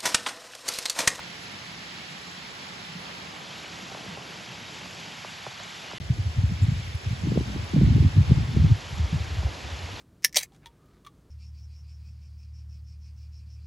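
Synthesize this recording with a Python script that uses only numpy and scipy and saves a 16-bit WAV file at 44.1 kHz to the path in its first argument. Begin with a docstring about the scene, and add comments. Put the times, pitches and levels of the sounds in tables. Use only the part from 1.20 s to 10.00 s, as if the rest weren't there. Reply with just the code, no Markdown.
"""Heavy rain on a pond and the trees around it, from a hand-held phone under an umbrella on the bank.
At first countless splashes merge into a hiss, leaves patter, grass sizzles and the cloth overhead drums
softly. Near 2 s a few sharp taps begin just above the microphone, and the hiss narrows as the phone
zooms in. At 4.8 s the sound drops out for an instant and resumes with a click at a windier spot,
where the rain is wide again and gusts buffet the microphone. After 7 s a second zoom narrows it."""
import sys
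import numpy as np
from scipy import signal
from scipy.fft import rfft, irfft
from scipy.io import wavfile
from scipy.ndimage import uniform_filter1d

SR = 44100
rng = np.random.default_rng(int(sys.argv[2]) if len(sys.argv) > 2 else 0)


def unload_wav(signal):
    """Save mono or channel-first audio to the path in sys.argv[1] as 16-bit WAV at rate SR, clipped to [-1, 1]."""
    wavfile.write(
        sys.argv[1],
        SR,
        np.round(np.clip(np.atleast_2d(signal).T, -1, 1) * 32767).astype(np.int16),
    )


N = 388080
TIME = np.arange(N) / SR
FREQS = np.maximum(np.arange(N // 2 + 1) * SR / N, 1)

# Colour of the rain from the bank. Each row: frequency in Hz, relative level in dB.
RAIN_COLOUR = [(30, -36), (60, 3), (110, 0), (300, 3), (550, -0.5), (850, 0.77), (1270, -2), (1600, -1.86),
               (2200, -0.46), (2750, -2), (3450, -1.94), (3900, -3.5), (4400, -4.5), (5500, -8),
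               (7100, -10.5), (7900, -14), (9000, -51), (10400, -17.5)]
# Width of the rain, zoomed out. Each row: frequency in Hz, side minus mid in dB.
RAIN_WIDTH = [(100, -18), (300, -7), (700, -1.5), (1400, 1.5), (2100, -2), (2900, -0.5), (3900, -8),
              (5500, 2.5), (6150, -6), (7000, -37), (9000, 35), (11000, -23)]
# The trees stand to the right. Each row: frequency in Hz, left minus right in dB.
RAIN_BALANCE = [(100, 1), (350, -1), (1130, -1.4), (2000, -1.5), (3700, 0), (11000, 2)]
# Patter in the trees. Each row: time in seconds, relative level in dB, extra lows in dB,
# extra level from the sides in dB.
LEAF_PATTER = [(0, -49, -0.5, -0.5), (1.7, -49.5, -2, 0), (1.9, -47.5, -1, 0.5), (2.4, -47.5, -0.5, 0),
               (2.9, -47, 1.5, 1), (3.3, -48.5, -1, -1.5), (3.75, -48.5, 2, -1), (4.1, -49, -5, 1),
               (4.78, -48, -1.5, 1.5), (4.81, -52.5, 2.5, 0), (5.9, -51, 2, 1.5), (6.3, -47.5, 1.5, 1),
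               (7.6, -46.3, 0.3, -0.5), (8.4, -44.6, 1, -2), (8.8, -45.8, 1, -3)]
# Zooming in aims the microphones ahead. Each row: time in seconds, zoom from 0 to 1.
ZOOM = [(0, 0), (2.0, 0), (2.3, 1), (4.78, 1), (4.8, 0.07), (7.15, 0.1), (7.5, 0.96), (8.8, 0.99)]
# The zoomed-in beam weakens the sides. Each row: frequency in Hz, mid gain in dB, side gain in dB.
ZOOM_BEAM = [(300, -1, -3), (700, 1, -3.5), (1380, -1, -2), (2060, -2.5, -8.5), (2870, 0, -38),
             (3960, -1.8, -39), (5140, 1.5, -63), (6200, 1, -40), (6940, 0, -4.5), (10700, -1, 0.5)]
# Modes of the umbrella overhead. Each row: frequency in Hz, width in Hz, relative level in dB.
CLOTH_MODES = [(97, 55, -2), (136.5, 24, -6), (168.4, 13.5, 2), (192.5, 44, -9)]
# Faint, very high ticks and brief wisps of hiss. Each row: time in seconds, level in dB,
# pitch in Hz, length in seconds.
TREBLE_TICKS = [(.23, -59, 10800, .018), (1.804, -58, 11000, .005), (4.4355, -38, 6700, .0013),
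                (4.94, -53, 7000, .002), (5.431, -50.5, 7300, .008), (5.435, -60.5, 10900, .012),
                (5.753, -57.5, 11100, .007), (6.446, -58.5, 10560, .003), (6.491, -58, 11000, .002),
                (7.759, -60, 11000, .003), (8.048, -60, 11000, .003)]
# Booms of the cloth. Each row: time in seconds, peak in dB, pitch in Hz, length in seconds.
CLOTH_BOOMS = [(.49, -42.5, 169.3, 0.021), (.93, -41, 150, .016), (1.08, -41, 170, .016),
               (1.703, -37.5, 170.7, 0.022), (1.764, -34, 167, 0.017), (1.79, -42, 159.7, .01),
               (2.09, -37.5, 175, 0.014), (2.631, -36.5, 186, 0.011), (2.897, -37, 182, 0.014),
               (2.931, -37.5, 161, .02), (3.31, -41, 125, .02)]
# Heavy drops on the umbrella. Each row: start in seconds, peak in dB, nominal pitch in Hz,
# hollow ring in dB, low thud in dB.
HEAVY_TAPS = [(1.892, -36.5, 897, -52, -55), (2.714, -38, 600, -47, -51), (2.746, -31, 720, -43, -47),
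              (2.771, -33.5, 600, -47, -55), (2.861, -37, 400, -55, -47), (2.971, -33, 640, -45, -41.5),
              (3.657, -38, 800, -55, -55), (4.045, -30, 785, -47, -51), (4.264, -27, 703, -38, -40),
              (4.398, -34.5, 960, -41, -46), (4.712, -33.5, 1045, -55, -55), (4.732, -31.5, 500, -52, -39),
              (8.228, -35, 620, -48, -55), (8.266, -36, 516, -55, -55)]
# Gusts at the windy spot. Each row: start in seconds, hold in seconds, relative rumble in dB,
# relative flutter in dB.
GUSTS = [(4.809, 0.29, -38, -53.5), (5.171, 0.17, -33.5, -48), (5.425, 0.12, -30, -36),
         (5.588, 0.092, -38, -57), (5.867, 0.16, -38.5, -53), (6.037, 0.19, -32, -31.5),
         (6.253, 0.19, -36.5, -42), (6.564, 0.31, -25, -31), (6.971, 0.029, -23, -36),
         (7.089, 0.12, -26, -39), (7.227, 0.17, -33, -43.5), (7.354, 0.15, -25.5, -39.5),
         (7.73, 0.086, -31, -66), (7.933, 0.044, -28.5, -54), (8.0, 0.29, -38.5, -68),
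         (8.45, .35, -45.5, -70)]
# Eddies striking the microphone; small ones are high and short, often just ahead of a deep one.
# Each row: time in seconds, peak in dB, pitch in Hz, length in seconds.
EDDIES = [(4.804, -29.5, 160, .006), (4.819, -25, 110, 0.014), (4.866, -30, 90.7, .02),
          (4.907, -10.5, 128, 0.0098), (4.924, -19, 110.4, 0.011), (4.986, -34, 266.5, 0.0083),
          (5.002, -16.5, 99.1, .02), (5.069, -17.5, 94.8, 0.024), (5.178, -27.5, 175, 0.01),
          (5.188, -12.5, 108.8, 0.019), (5.238, -21.5, 181, 0.0071), (5.246, -12, 97.2, 0.02),
          (5.322, -20, 175.6, 0.015), (5.338, -21.5, 99.5, 0.018), (5.43, -9, 97, 0.018),
          (5.451, -13.5, 110, .011), (5.488, -12, 135, .013), (5.524, -13.5, 131, 0.012),
          (5.569, -21.5, 116.2, 0.018), (5.599, -24, 130, 0.0081), (5.68, -31, 98.4, 0.026),
          (5.754, -19, 98.8, 0.016), (5.873, -18, 108.7, 0.017), (5.913, -17, 117.7, 0.0091),
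          (5.932, -19, 118, .008), (6.041, -19.5, 175, 0.013), (6.073, -19.5, 289, 0.0061),
          (6.088, -15, 129.4, 0.0075), (6.121, -21.5, 390, 0.0031), (6.128, -18, 141.4, 0.011),
          (6.147, -19.5, 134.6, 0.014), (6.161, -23.5, 380, 0.0058), (6.176, -12, 410, 0.0024),
          (6.178, -13.5, 200.4, 0.0092), (6.192, -20, 130, .01), (6.21, -22, 331.5, .004),
          (6.354, -22.5, 159.4, 0.0095), (6.363, -25, 319.7, .005), (6.28, -26, 85, .03),
          (6.399, -21, 100, 0.017), (6.44, -25, 108.8, .018), (6.538, -19.5, 299.3, 0.006),
          (6.546, -13, 165.3, 0.0085), (6.566, -12, 216.7, 0.0086), (6.567, -29.5, 530, 0.01),
          (6.582, -11.5, 145.2, 0.019), (6.614, -16.5, 319.4, 0.0038), (6.621, -5.5, 179.8, 0.0068),
          (6.634, -10, 165, 0.0067), (6.643, -25, 298, .006), (6.678, -9, 121.5, 0.014),
          (6.689, -24, 280.6, 0.0054), (6.708, -11, 102.6, 0.017), (6.724, -22, 230.8, 0.0094),
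          (6.757, -8, 120.8, 0.021), (6.765, -13, 230.6, 0.0054), (6.783, -18.5, 292, 0.0041),
          (6.807, -5, 111.4, .011), (6.827, -19.5, 280.5, 0.0053), (6.851, -15, 204.7, 0.0071),
          (6.867, -6.5, 101.4, 0.013), (6.972, -22, 241, 0.0064), (6.985, -9.5, 130.3, 0.014),
          (7.011, -7, 109.9, 0.0084), (7.103, -7, 110.6, .008), (7.111, -18, 321.5, 0.0034),
          (7.121, -2, 139.8, 0.008), (7.177, -16.5, 130, 0.025), (7.185, -25.5, 269.6, 0.0069),
          (7.293, -19.5, 136, .015), (7.367, -21.5, 352.4, 0.0042), (7.372, -5.5, 143.5, 0.0049),
          (7.402, -15.5, 99.7, 0.015), (7.443, -26, 237.8, 0.0045), (7.448, -4, 134.2, 0.0078),
          (7.521, -5, 111.9, 0.016), (7.792, -29, 168.8, 0.014), (7.812, -17, 83, 0.03),
          (7.845, -16.5, 79, 0.02), (7.932, -15.5, 140, .008), (7.947, -16, 120.3, 0.0083),
          (7.962, -15, 90.1, 0.018), (8.01, -24.5, 85, .025), (8.114, -23.5, 86, 0.033),
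          (8.193, -17.5, 85, 0.029), (8.24, -27, 150, .009), (8.259, -14.5, 77, 0.022),
          (8.451, -24.5, 83, 0.017), (8.531, -26.5, 80, 0.037), (8.64, -32, 80, .03)]

BREAK_S, RESUME_S = 4.784, 4.8003  # the silence between the sheltered spot and the windy one
SHELTERED = TIME < BREAK_S


def undb(db):
    """Decibels to gain."""
    return 10 ** (np.asarray(db) / 20)


def unit(x):
    """Scale to rms 1."""
    return x / np.sqrt(np.mean(x ** 2))


def curves(rows):
    """Each column of a table that leads with seconds, sample by sample."""
    s, *columns = np.transpose(rows)
    return [np.interp(TIME, s, c) for c in columns]


def over_hz(rows):
    """Each column of a table that leads with Hz, joined on a log-frequency axis."""
    hz, *columns = np.transpose(rows)
    return np.array([np.interp(np.log(FREQS), np.log(hz), c) for c in columns])


def shape(x, gain):
    """Filter with a gain for each frequency."""
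    return irfft(rfft(x) * gain, N)


def band(lo_hz, hi_hz, order):
    """Gain of a band with smooth skirts."""
    return ((1 + (lo_hz / FREQS) ** (2 * order)) * (1 + (FREQS / hi_hz) ** (2 * order))) ** -.5


def bell(x, width):
    """Gaussian curve, 1 at its centre."""
    return np.exp(-(x / width) ** 2 / 2)


def waver(per_s):
    """Smoothly joined random levels with a spread near 1."""
    hold = int(SR / per_s)
    steps = np.repeat(rng.standard_normal(N // hold + 1), hold)
    return 1.52 * uniform_filter1d(uniform_filter1d(steps, hold), hold)[:N]


def stereo(pair, likeness):
    """Two unrelated signals become left and right with the given correlation, at rms 1."""
    mid, side = pair[0] * np.sqrt(1 + likeness), pair[1] * np.sqrt(1 - likeness)
    return unit(np.array([mid + side, mid - side]))


def pan(left_minus_right_db):
    """Left and right gains."""
    return undb(np.outer([.5, -.5], left_minus_right_db))


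def add(out, s, sound):
    """Mix a short sound in at a time."""
    i = max(int(s * SR), 0)
    out[..., i:i + sound.shape[-1]] += sound[..., :max(N - i, 0)]


def impacts(per_s, spread_db):
    """Two trains of randomly timed impacts, many small and few large."""
    hit = rng.random((2, N)) < per_s / SR
    size = undb(spread_db * np.minimum(rng.exponential(size=(2, N)), 4))
    return unit(hit * size * rng.choice([-1, 1], (2, N)))


def bubbles(count=2600, cycles=47, rise=0.081, spread_db=1.1):
    """Drops trap air in the pond; each bubble rings briefly and rises in pitch."""
    out, t = np.zeros((2, N)), np.arange(SR // 50) / SR
    for when, smallness, loud, where in rng.random((count, 4)):
        hz = 1500 * 7 ** smallness
        age = t * hz / cycles
        ring = np.exp(-3 * age) * np.sin(2 * np.pi * hz * t * (1 + rise * np.minimum(age, 2) / 2))
        add(out[int(2 * where)], when * N / SR, ring * hz * undb(-spread_db * np.log(max(loud, .02))))
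    return unit(out)


def rainfall(zoom):
    """Far rain is a smooth wash, nearer splashes and bubbles give it grain; the zoom narrows it."""
    splashes = impacts(per_s=2600, spread_db=1)
    drops = rng.standard_normal((2, N)) + undb(-6) * splashes + undb(-11.5) * bubbles()
    wide = shape(drops, undb(over_hz(RAIN_COLOUR) + np.outer([0, 1], over_hz(RAIN_WIDTH))))
    wide /= np.std(shape(wide[0], band(1766, 4920, order=8)))
    aimed = shape(wide, undb(over_hz(ZOOM_BEAM)))
    mid, side = wide * (1 - zoom) + aimed * zoom
    return shape(np.array([mid + side, mid - side]), pan(over_hz(RAIN_BALANCE)))


def leaves(rain, low_band):
    """Rain on the trees around the pond: a low patter."""
    level_db, lows_db, sides_db = curves(LEAF_PATTER)
    extra_lows = shape(rain, band(1, 710, order=5) ** 2) * (undb(lows_db) - 1)
    patter = shape(rain, low_band) + extra_lows
    centre = patter.mean(axis=0)
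    return (centre + (patter - centre) * undb(sides_db)) * undb(level_db + 2.5 + .5 * waver(14))


def pond(rain, low_band, zoom, zoom_db=2.4, dip_db=-4, recover_s=1.2):
    """Splashes on the water hiss above the leaves; at the windy spot they start weak and swell."""
    dip = np.exp(-np.maximum(TIME - BREAK_S, 0) / recover_s) * ~SHELTERED
    hiss_db = -45 + dip_db * dip + zoom_db * zoom
    top_band = band(4680, SR, order=5) ** 2
    hiss = shape(rain, 1 - low_band - top_band) * undb(hiss_db + 0.45 * waver(16))
    # fine spray close by changes less with the place
    spray = shape(rain, top_band) * undb(0.45 * hiss_db - 26.5 + 0.42 * waver(12))
    return hiss + spray


def grass(zoom, level_db=-53, hz=4160):
    """Drops sizzle on the grass around the sheltered spot, outside the zoomed-in beam."""
    sizzle = shape(impacts(per_s=4000, spread_db=3), bell(np.log(FREQS / hz), 0.17))
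    return stereo(sizzle, likeness=.4) * undb(level_db) * (1 - zoom) * SHELTERED


def umbrella_hum(level_db=-50, leave_s=3.5, fade_db_per_s=2):
    """Steady patter keeps the taut cloth humming; it fades as the phone leaves its shelter."""
    gain = undb(level_db + 0.5 * waver(8.13) - fade_db_per_s * np.maximum(TIME - leave_s, 0))
    modes = sum(undb(db) / (1 + 1j * hz / width * (FREQS / hz - hz / FREQS))
                for hz, width, db in CLOTH_MODES)
    hum = shape(impacts(per_s=480, spread_db=2.5), modes * band(95, 250, order=5))
    return stereo(hum, likeness=0.85) * gain * SHELTERED


def treble_ticks():
    """Faint, very high ticks and brief wisps of hiss, dead centre."""
    out, t = np.zeros(N), np.arange(-SR // 10, SR // 10) / SR
    freqs = np.maximum(np.fft.rfftfreq(len(t), 1 / SR), 1)
    for s, db, hz, length_s in TREBLE_TICKS:
        wisp = unit(irfft(rfft(rng.standard_normal(len(t))) * bell(np.log(freqs / hz), 0.077)))
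        add(out, s + t[0], undb(db) * wisp * bell(t, length_s))
    return out


def air_push(hz, length_s, turn, glide=.33, rise=0.31, fade=0.53):
    """A push of air that swells, sinks in pitch and dies within a few cycles; it peaks at its middle."""
    age = np.arange(-SR // 10, SR // 10) / SR / length_s
    phase = np.cumsum(hz * (1 - glide * np.tanh(age))) / SR
    return np.sin(2 * np.pi * (phase + turn)) / np.cosh(1.16 * age / np.where(age < 0, rise, fade))


def umbrella_booms():
    """Now and then the cloth overhead gives a soft, low boom."""
    out = np.zeros(N)
    for s, db, hz, length_s in CLOTH_BOOMS:
        boom = air_push(hz, length_s, rng.random(), glide=0.05, rise=0.47, fade=0.54)
        add(out, s - len(boom) / 2 / SR, undb(db) * boom)
    return out


def tap(hz, fall=1.538, fall_s=2 * 0.001173, peak_s=2 * 0.0016):
    """A bending wave in the cloth: the highs arrive first, so the pitch falls."""
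    t = np.arange(SR // 40) / SR
    pitch = hz * (0.362 + 2 * fall * np.exp(-t / fall_s))
    envelope = (t / peak_s * np.exp(1 - t / peak_s)) ** 3
    return envelope * np.sin(2 * np.pi * (np.cumsum(pitch) / SR + rng.random()))


def umbrella_taps(echo_s=0.00507, echo_db=-11, ring_hz=740, ring_s=0.013, thud_hz=125, thud_s=2 * 0.0061):
    """Drops tap overhead, echo from the rim and ring hollow; heavy ones swing the cloth with a thud."""
    out, t = np.zeros((2, N)), np.arange(SR // 10) / SR
    # lighter drops fall at random between the heavy ones; same columns, no thud
    light_taps = [(np.interp(when, [0, 1], [1.8, 4.75]), -44.5 + 3 * (2 * size - 1),
                   840 * 2 ** (place - .5), -54, -np.inf)
                  for when, size, place in rng.random((45, 3))]
    thud = (t / thud_s * np.exp(1 - t / thud_s)) ** 2 * np.sin(2 * np.pi * thud_hz * t)
    for s, db, hz, ring_db, thud_db in HEAVY_TAPS + light_taps:
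        strike = np.outer(undb([-1, 0.5]), tap(hz)) * undb(db)
        spot_hz = ring_hz * (1 + 0.054 * rng.standard_normal())  # each spot rings differently
        ring = np.exp(-t / ring_s) * np.sin(2 * np.pi * spot_hz * t)
        add(out, s, strike)
        add(out, s + echo_s, strike * undb(echo_db))
        add(out, s + echo_s, ring * undb(ring_db) + thud * undb(thud_db))
    return out


def resume_click(level_db=-31, decay_s=.0003):
    """The sound snaps back with a bright click at the windy spot."""
    age = np.maximum(TIME - RESUME_S, 0)
    return -undb(level_db) * (age > 0) * np.exp(-age / decay_s)


def gust(start_s, hold_s, release_s, attack_s=0.02):
    """Attack, hold and release of one gust."""
    fade = np.minimum(TIME - start_s, 0) / attack_s - np.maximum(TIME - start_s - hold_s, 0) / release_s
    return np.exp(np.maximum(fade, -20))


def airflow(lo_hz, hi_hz, likeness):
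    """One band of turbulent pressure on the two microphone ports."""
    return stereo(shape(rng.standard_normal((2, N)), band(lo_hz, hi_hz, order=5)), likeness)


def wind(breeze_db=-46):
    """On the microphone slow air rumbles deep, faster air adds a throb, the fastest a fine flutter."""
    gust_power = sum((undb(db) * gust(s, hold, release_s=0.039)) ** 2 for s, hold, db, _ in GUSTS)
    rumble_db = 10 * np.log10(undb(breeze_db) ** 2 + gust_power)
    flutter_gain = sum(undb(db) * gust(s, hold, release_s=0.0089) for s, hold, _, db in GUSTS)
    deep = airflow(55.3, 107, likeness=0.92) * undb(rumble_db + 2)
    throb = airflow(100.4, 149, likeness=0.77) * undb(1.257 * rumble_db + 3.5)
    flutter = airflow(179, 234, likeness=0.73) * flutter_gain * undb(3.3 * waver(60))
    return ((deep + throb) * undb(1.2 * waver(30)) + flutter) * ~SHELTERED


def buffets(port_offset_s=0.0003, steepening=0.09):
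    """Each eddy sweeps over the two microphone ports, reaching one a little before the other."""
    out = np.zeros((2, N))
    for s, db, hz, length_s in EDDIES:
        turn, slant = rng.random(2)
        lead = hz * port_offset_s * (2 * slant - 1)
        pair = np.array([air_push(hz, length_s, turn + lead), air_push(hz, length_s, turn - lead)])
        add(out, s - pair.shape[1] / 2 / SR, undb(db) * pair)
    return out + steepening * out ** 2  # pressure grows with the square of the air speed


def scene():
    """Rain all around, the umbrella overhead, then wind on the microphone."""
    zoom, = curves(ZOOM)
    rain = rainfall(zoom)
    low_band = band(1, 1420, order=4) ** 2  # the leaves' share of the rain
    surroundings = leaves(rain, low_band) + pond(rain, low_band, zoom) + grass(zoom)
    bank = pan(-1 * (1 - zoom) * SHELTERED)  # the grassy bank makes the right side louder
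    drumming = (umbrella_hum() + umbrella_booms()) * undb([[-.8], [.8]])  # a little to the right
    return surroundings * bank + drumming + umbrella_taps() + treble_ticks() + buffets() + wind()


def record(dry):
    """The phone cuts deep bass and top, rounds the peaks and drops out between the two spots."""
    low_hz, top_hz, click_top_hz = 52, 11600, 16000
    rounded = np.tanh(shape(dry, band(low_hz, SR, order=6)))
    heard = signal.sosfilt(signal.ellip(10, .2, 70, top_hz, fs=SR, output="sos"), rounded)
    running = uniform_filter1d(1. * (SHELTERED | (TIME > RESUME_S)), size=3)
    broken = heard * running + resume_click()
    return signal.sosfilt(signal.ellip(10, .2, 70, click_top_hz, fs=SR, output="sos"), broken)


dry = scene()
out = record(dry)
unload_wav(out)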